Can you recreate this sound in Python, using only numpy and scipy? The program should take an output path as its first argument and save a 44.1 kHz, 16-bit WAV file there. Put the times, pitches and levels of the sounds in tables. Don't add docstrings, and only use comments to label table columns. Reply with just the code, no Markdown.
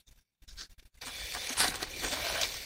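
import sys
import numpy as np
from scipy import signal
from scipy.fft import rfft, irfft
from scipy.io import wavfile
from scipy.ndimage import uniform_filter1d

SR = 44100
rng = np.random.default_rng(int(sys.argv[2]) if len(sys.argv) > 2 else 0)


def inscribe(sig):
    pcm = np.round(np.clip(np.atleast_2d(sig).T, -1, 1) * 32767)
    wavfile.write(sys.argv[1], SR, pcm.astype(np.int16))


def invert_db(level):
    return 10 ** (np.asarray(level, dtype=float) / 20)


N = 116865
TIME_S = np.arange(N) / SR


def rms_one(x):
    return x / np.sqrt(np.mean(x ** 2) + 1e-20)


def level(rows):
    time_s, level_db = np.transpose(rows)
    return invert_db(np.interp(TIME_S, time_s, level_db, left=-99))


def drift(rate_hz):
    r = np.exp(-2 * np.pi * rate_hz / SR)
    wander = signal.lfilter([1], [1, -2 * r, r * r], rng.standard_normal(N + SR))
    return rms_one(wander[SR:])


def resonate(x, pitch_hz, width_hz):
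    r = np.exp(-np.pi * width_hz / SR)
    ring = [1, -2 * r * np.cos(2 * np.pi * pitch_hz / SR), r * r]
    return signal.lfilter([(1 - r * r) / 2, 0, (r * r - 1) / 2], ring, x)


def grains(per_s, spread_db):
    sizes = invert_db(spread_db * np.minimum(rng.exponential(1, N), 5)) * rng.choice([-1, 1], N)
    happens = rng.random(N) < per_s / SR
    return rms_one(sizes * happens + 1e-18)


def scrape(body, effort, per_s, patchy_db, judder_db):
    clicks = grains(per_s, spread_db=2.0) * invert_db(judder_db * drift(53.0))
    out = np.zeros(N)
    for k, (pitch_hz, width_hz, level_db) in enumerate(body):
        contact = invert_db(level_db + patchy_db * drift(15.0))
        out += (-1) ** k * contact * resonate(clicks, pitch_hz, width_hz)
    return rms_one(out) * level(effort)


# start_s, length_s, level_db, pitch_hz, width_share
CRUNCHES = [(0.0, 0.017, -54.5, 3760, 0.23), (0.061, 0.028, -51.5, 6140, 0.21),
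            (0.47, 0.056, -49.5, 4860, 0.45), (.565, 0.083, -42.5, 4500, 0.4),
            (0.566, 0.089, -48.5, 1550, 0.18), (1.01, 0.019, -42.5, 4400, 0.24),
            (1.044, 0.057, -44.5, 7300, .8), (1.326, 0.031, -42, 7900, 1.7),
            (1.49, 0.0082, -32.5, 6420, 0.086), (1.508, 0.042, -44, 8800, 0.4),
            (1.563, 0.091, -26, 9300, 0.33), (1.578, 0.077, -28, 4450, 0.35),
            (1.638, 0.0072, -32, 4000, 0.12), (1.662, 0.048, -39, 9000, 1.7),
            (1.678, 0.0043, -26.5, 4500, 1), (1.755, 0.0028, -37.5, 4000, 2),
            (1.829, 0.0055, -38, 4000, 0.42), (2.023, 0.098, -42, 7300, 0.31),
            (2.114, 0.035, -35.5, 4200, 0.78), (2.411, 0.012, -31, 5230, 0.37),
            (2.43, 0.0077, -28.5, 3660, 0.26), (2.54, 0.0042, -37.5, 4070, 2),
            (2.563, 0.01, -41.5, 4860, 0.41)]
# start_s, length_s, level_db,
# pitch_hz, width_share
MORE_CRUNCHES = [(0.941, 0.0065, -53.5, 4500, 0.43), (0.79, 0.016, -54, 2100, 1.1),
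                 (1.064, 0.032, -51.5, 253, 0.08), (1.357, 0.034, -50, 251, 0.04),
                 (1.512, 0.02, -43.5, 630, 0.042), (1.594, 0.051, -44, 180, 0.42), (1.5, 0.018, -39, 270, 0.18),
                 (1.67, 0.048, -44, 232, 0.49), (1.818, 0.025, -45, 300, 0.54), (2.015, 0.061, -41.5, 317, 0.44),
                 (2.11, 0.047, -47, 264, 0.11), (2.1, 0.03, -47.5, 195, 0.23), (1.617, 0.023, -30, 1550, 0.19),
                 (1.48, 0.069, -56, 2180, 0.042), (1.855, 0.042, -47, 830, 2), (1.69, 0.05, -46, 1240, 1.7),
                 (1.08, 0.24, -46, 3480, 0.045), (1.086, 0.2, -48.5, 2370, 0.054), (1.36, 0.093, -46, 3560, 0.036),
                 (1.91, 0.1, -47.5, 2350, 0.05), (2.15, 0.12, -43.5, 2300, 0.053), (0.072, 0.011, -52, 3680, 0.06),
                 (0.974, 0.01, -58, 2010, 0.12), (0.475, 0.022, -54, 3880, 0.092), (0.478, 0.033, -60, 1550, 0.11),
                 (2.40, 0.064, -35.5, 3980, 0.48), (0.59, 0.058, -60.5, 280, 0.86),
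                 (0.823, 0.008, -54.5, 147, 0.94), (2.11, 0.028, -41, 1560, 0.15), (2.2, 0.14, -45, 1530, 0.09),
                 (1.566, 0.014, -35, 2500, 1.0), (1.93, 0.086, -53, 320, 0.56), (1.695, 0.02, -40, 5600, 0.47),
                 (1.612, 0.01, -31.5, 1520, 0.29)]


def crunches():
    out = np.zeros(N)
    clicks = grains(12000.0, spread_db=2.0) * invert_db(0.55 * drift(47.0))
    for start_s, length_s, level_db, pitch_hz, width_share in CRUNCHES + MORE_CRUNCHES:
        i = int(max(start_s, 0) * SR)
        u = np.arange(int(2.1 * length_s * SR)) / SR / length_s
        shape = (u / 0.47 * np.exp(1 - u / 0.43)) ** 1.77
        width_hz = 1.58 * pitch_hz * width_share
        burst = resonate(clicks[i:i + len(u)], pitch_hz, width_hz)
        burst = resonate(burst, pitch_hz, width_hz)
        out[i:i + len(u)] += invert_db(level_db) * shape * rms_one(burst)
    return signal.sosfilt(signal.butter(3, 11870, fs=SR, output="sos"), out)


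# pitch_hz, level_db (per Hz)
AIR = [(88, -5.5), (150, -4), (436, -16), (1240, -17), (1570, -15.5), (4390, -18), (4750, -20), (5230, -23),
       (15500, -19)]


def air():
    hz = np.fft.rfftfreq(N, 1 / SR) + 1
    pitch_hz, level_db = np.transpose(AIR)
    colour = invert_db(np.interp(np.log(hz), np.log(pitch_hz), level_db))
    return invert_db(-59) * rms_one(irfft(rfft(rng.standard_normal(N)) * colour, N))


# pitch_hz, width_hz, level_db
LOOSE = [(600, 350, -19), (1595, 90, -1.5), (2270, 120, -1), (2760, 82, -4), (3330, 85, -11.5),
         (3660, 94, 1), (4500, 190, -4), (5690, 500, -4.5), (7000, 700, -6.5), (10200, 3700, -10.5)]


def rustle():
    return scrape(LOOSE, [(0, -63.5)], 3000.0, patchy_db=4.0, judder_db=1.5)


# centre_s, peak_db, first_swing (sign and size)
PUFFS = [(0.084, -47.5, -0.74), (0.116, -46.5, 0.77), (0.153, -46, -0.68), (0.179, -46, -0.77),
         (0.214, -46, 0.58), (.428, -37.5, -0.28), (0.484, -37.5, 0.42), (0.52, -48, -0.94),
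         (0.535, -42, 0.76), (0.552, -46.5, 1), (0.573, -46.5, -1.14), (.594, -47.5, -0.95),
         (0.639, -53, 1), (0.702, -46, 0.95), (0.722, -56.5, -2.27), (0.787, -44, -0.72),
         (0.821, -48.5, 0.78), (0.86, -46.5, -1.05), (0.944, -49.5, 0.98), (.978, -49, 1)]
# time_s, level_db
WIND = [(1.0, -74), (1.058, -58), (1.146, -64), (1.242, -52.5), (1.306, -64), (1.344, -52.5), (1.468, -58),
        (1.528, -82), (1.582, -50.5), (2.02, -51), (2.042, -43.5), (2.172, -57), (2.216, -44), (2.282, -64),
        (2.318, -44), (2.406, -58), (2.46, -47.5), (2.65, -58.5)]


def wind():
    band = signal.butter(2, [27, 80], "band", fs=SR, output="sos")
    rumble = rms_one(signal.sosfilt(band, rng.standard_normal(N + SR))[SR:])
    calm_db, puff_s, flutter_db = -69, 0.005, -53
    puffs = np.zeros(N)
    for centre_s, peak_db, first_swing in PUFFS:
        u = (TIME_S - centre_s) / puff_s
        puffs -= first_swing * invert_db(peak_db) * 1.57 * u * np.exp(-u ** 2 / 2)
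    flutter = rms_one(resonate(rng.standard_normal(N), 255, 410.0))
    flutter = flutter * level([(1.5, -72), (1.62, flutter_db), (2.4, flutter_db), (2.6, -67)])
    return puffs - flutter + rumble * (invert_db(calm_db) + level(WIND))


# time_s, jump_db
CATCHES = [(0.5966, 1), (0.611, 6.5), (0.6156, -1), (0.6197, 4.2), (1.071, 5.5), (1.0812, 4.5),
           (1.1753, -2), (1.191, -0.5), (1.221, 2), (1.2575, 3.7), (1.2681, 2), (1.315, 4.5), (1.323, 6.5),
           (1.34, 5), (1.35, 10.5), (1.4188, 2.3), (1.4717, 6.5), (1.4975, 5), (1.5273, 4.5), (1.5335, 2),
           (1.6035, 6), (1.6438, 6), (1.6825, 5.5), (1.734, -1), (1.743, 8), (1.75, 3), (1.757, 8.5),
           (1.8189, 0), (1.8288, 7), (1.94, 2.6), (1.9516, -1), (1.9984, 2.8), (2.035, 3), (2.0428, 4),
           (2.0478, 4.5), (2.0863, 4.5), (2.1282, 2), (2.1374, 2.5), (2.2507, 4.5), (2.2685, 5),
           (2.2874, 4.5), (2.3, 6), (2.3397, 2), (2.4144, 3.5), (2.4345, 3.5), (2.4415, 4), (2.489, 4),
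           (2.543, 1.5), (2.5673, 2.5), (2.6041, 2.8)]


def catches():
    rise_s, fall_s = 0.0013, 0.0028
    lift_db = np.zeros(N)
    for time_s, jump_db in CATCHES:
        away_s = TIME_S - time_s
        lift_db += jump_db * np.exp(-(away_s / np.where(away_s < 0, rise_s, fall_s)) ** 2)
    return invert_db(lift_db)


# time_s, level_db
SLIDE = [(1.0, -56.5), (1.018, -45), (1.537, -37.5), (1.546, -46.5), (1.606, -31), (1.698, -38),
         (1.72, -44), (1.762, -41), (1.79, -47), (1.826, -36), (1.864, -47.5), (2.056, -37), (2.382, -36),
         (2.438, -35.5), (2.47, -37.5), (2.506, -40), (2.566, -40), (2.65, -44)]
# pitch_hz, width_hz, level_db
EDGE = [(504, 150, -5.5), (1853, 260, -3), (2314, 300, -0.5), (3060, 570, -6), (3536, 123, 1),
        (3950, 197, -2.5), (4450, 287, -2), (5070, 650, -6), (5880, 940, -6), (8630, 2120, -10),
        (10130, 1850, -9.5), (14600, 6600, -14.5)]


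def rub():
    out = scrape(EDGE, SLIDE, 9000.0, patchy_db=1.5, judder_db=0.53)
    return out - 0.82 * resonate(out, 1000, 760)


# time_s, level_db
PRESS = [(1.012, -47.5), (1.07, -44), (1.13, -51), (1.31, -56), (1.37, -35.5), (1.39, -50), (1.567, -43),
         (1.612, -26.5), (1.793, -45.5), (1.831, -32.5), (1.854, -48.5), (1.97, -61), (2.045, -34),
         (2.102, -46.5), (2.126, -40), (2.42, -37.5), (2.502, -47.5), (2.65, -57)]
# pitch_hz, width_hz, level_db
PANEL = [
    (330, 310, -15),
    (742, 59, -2.5),
    (992, 222, -5),
    (1550, 250, -3.5),
    (1974, 230, -9.5),
    (2970, 100, -12.5),
]


def groan():
    return invert_db(-2.0) * scrape(PANEL, PRESS, 4000.0, patchy_db=1.2, judder_db=3.5)


# time_s, level_db
DRAG = [
    (2.1, -49),
    (2.128, -36),
    (2.176, -46.5),
    (2.246, -40),
    (2.324, -45),
    (2.41, -34),
    (2.45, -47),
    (2.49, -70),
]
# pitch_hz, width_hz, level_db
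FLAP = [
    (582, 58, -0.5),
    (673, 62, 5),
    (1520, 170, -8.5),
    (3080, 270, -7.5),
    (4400, 550, -30),
]


def hum():
    return scrape(FLAP, DRAG, 3000.0, patchy_db=0.9, judder_db=1.4)


def scene():
    board = rub() + groan() + hum() + crunches()
    return (rustle() + board * catches() + wind() + air())[None]


# pitch_hz, width_hz, depth_share
MIC_DIPS = [
    (7470, 1100, 0.2),
    (11200, 450, 0.34),
    (1020, 1560, 0.31),
]


def microphone(x):
    for pitch_hz, width_hz, depth_share in MIC_DIPS:
        x = x - depth_share * resonate(x, pitch_hz, width_hz)
    return x


def noise_gate(x):
    threshold_db, steepness, depth_db, start_db = -48, 2.92, -32, -6
    fall_db_s, open_s = 1034, 0.003
    loudness_db = 20 * np.log10(uniform_filter1d(np.abs(x), size=40) + 1e-9)
    wanted_db = np.clip(steepness * (loudness_db - threshold_db), depth_db, 0)
    wanted_db[0] = start_db
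    fall_db = fall_db_s * TIME_S
    held = invert_db(np.maximum.accumulate(wanted_db + fall_db) - fall_db)
    r = np.exp(-1 / (open_s * SR))
    return x * signal.lfilter([1 - r], [1, -r], held, zi=[r * held[0]])[0]


TOP_HZ = 16080
# pitch_hz, bar_db (over the neighbourhood), wander_db
BAR = [
    (1500, -50, 1),
    (2600, -12, 2),
    (5000, -8, 2.5),
    (8000, -3, 3),
    (11000, 1.5, 4),
    (15000, 2.5, 4),
]


def reducer(x):
    hz, _, z = signal.stft(x, SR, nperseg=1024, noverlap=768)
    power = uniform_filter1d(np.abs(z) ** 2, size=3, axis=0)
    chance = uniform_filter1d(rng.standard_normal(z.shape), size=7)
    chance = rms_one(uniform_filter1d(chance, size=6, axis=0))
    pitch_hz, bar_db, wander_db = np.transpose(BAR)
    middle_db = np.interp(hz, pitch_hz, bar_db)[:, None]
    spread_db = np.interp(hz, pitch_hz, wander_db)[:, None]
    bar = invert_db(middle_db + spread_db * chance) ** 2
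    neighbourhood = uniform_filter1d(power, size=60, axis=0)
    kept = np.where(power > bar * neighbourhood, 1, invert_db(-18))
    treble_lift = invert_db(1 * hz / TOP_HZ)[:, None]
    return signal.istft(z * kept * treble_lift, SR, nperseg=1024, noverlap=768)[1][:N]


def band_limit(x):
    return signal.sosfilt(signal.butter(12, 16680, fs=SR, output="sos"), x)


def record(dry):
    x = reducer(noise_gate(microphone(dry[0])))
    x = signal.sosfilt(signal.cheby2(24, 70, TOP_HZ, fs=SR, output="sos"), x)
    return band_limit(x[None])


dry = scene()
out = record(dry)
inscribe(out)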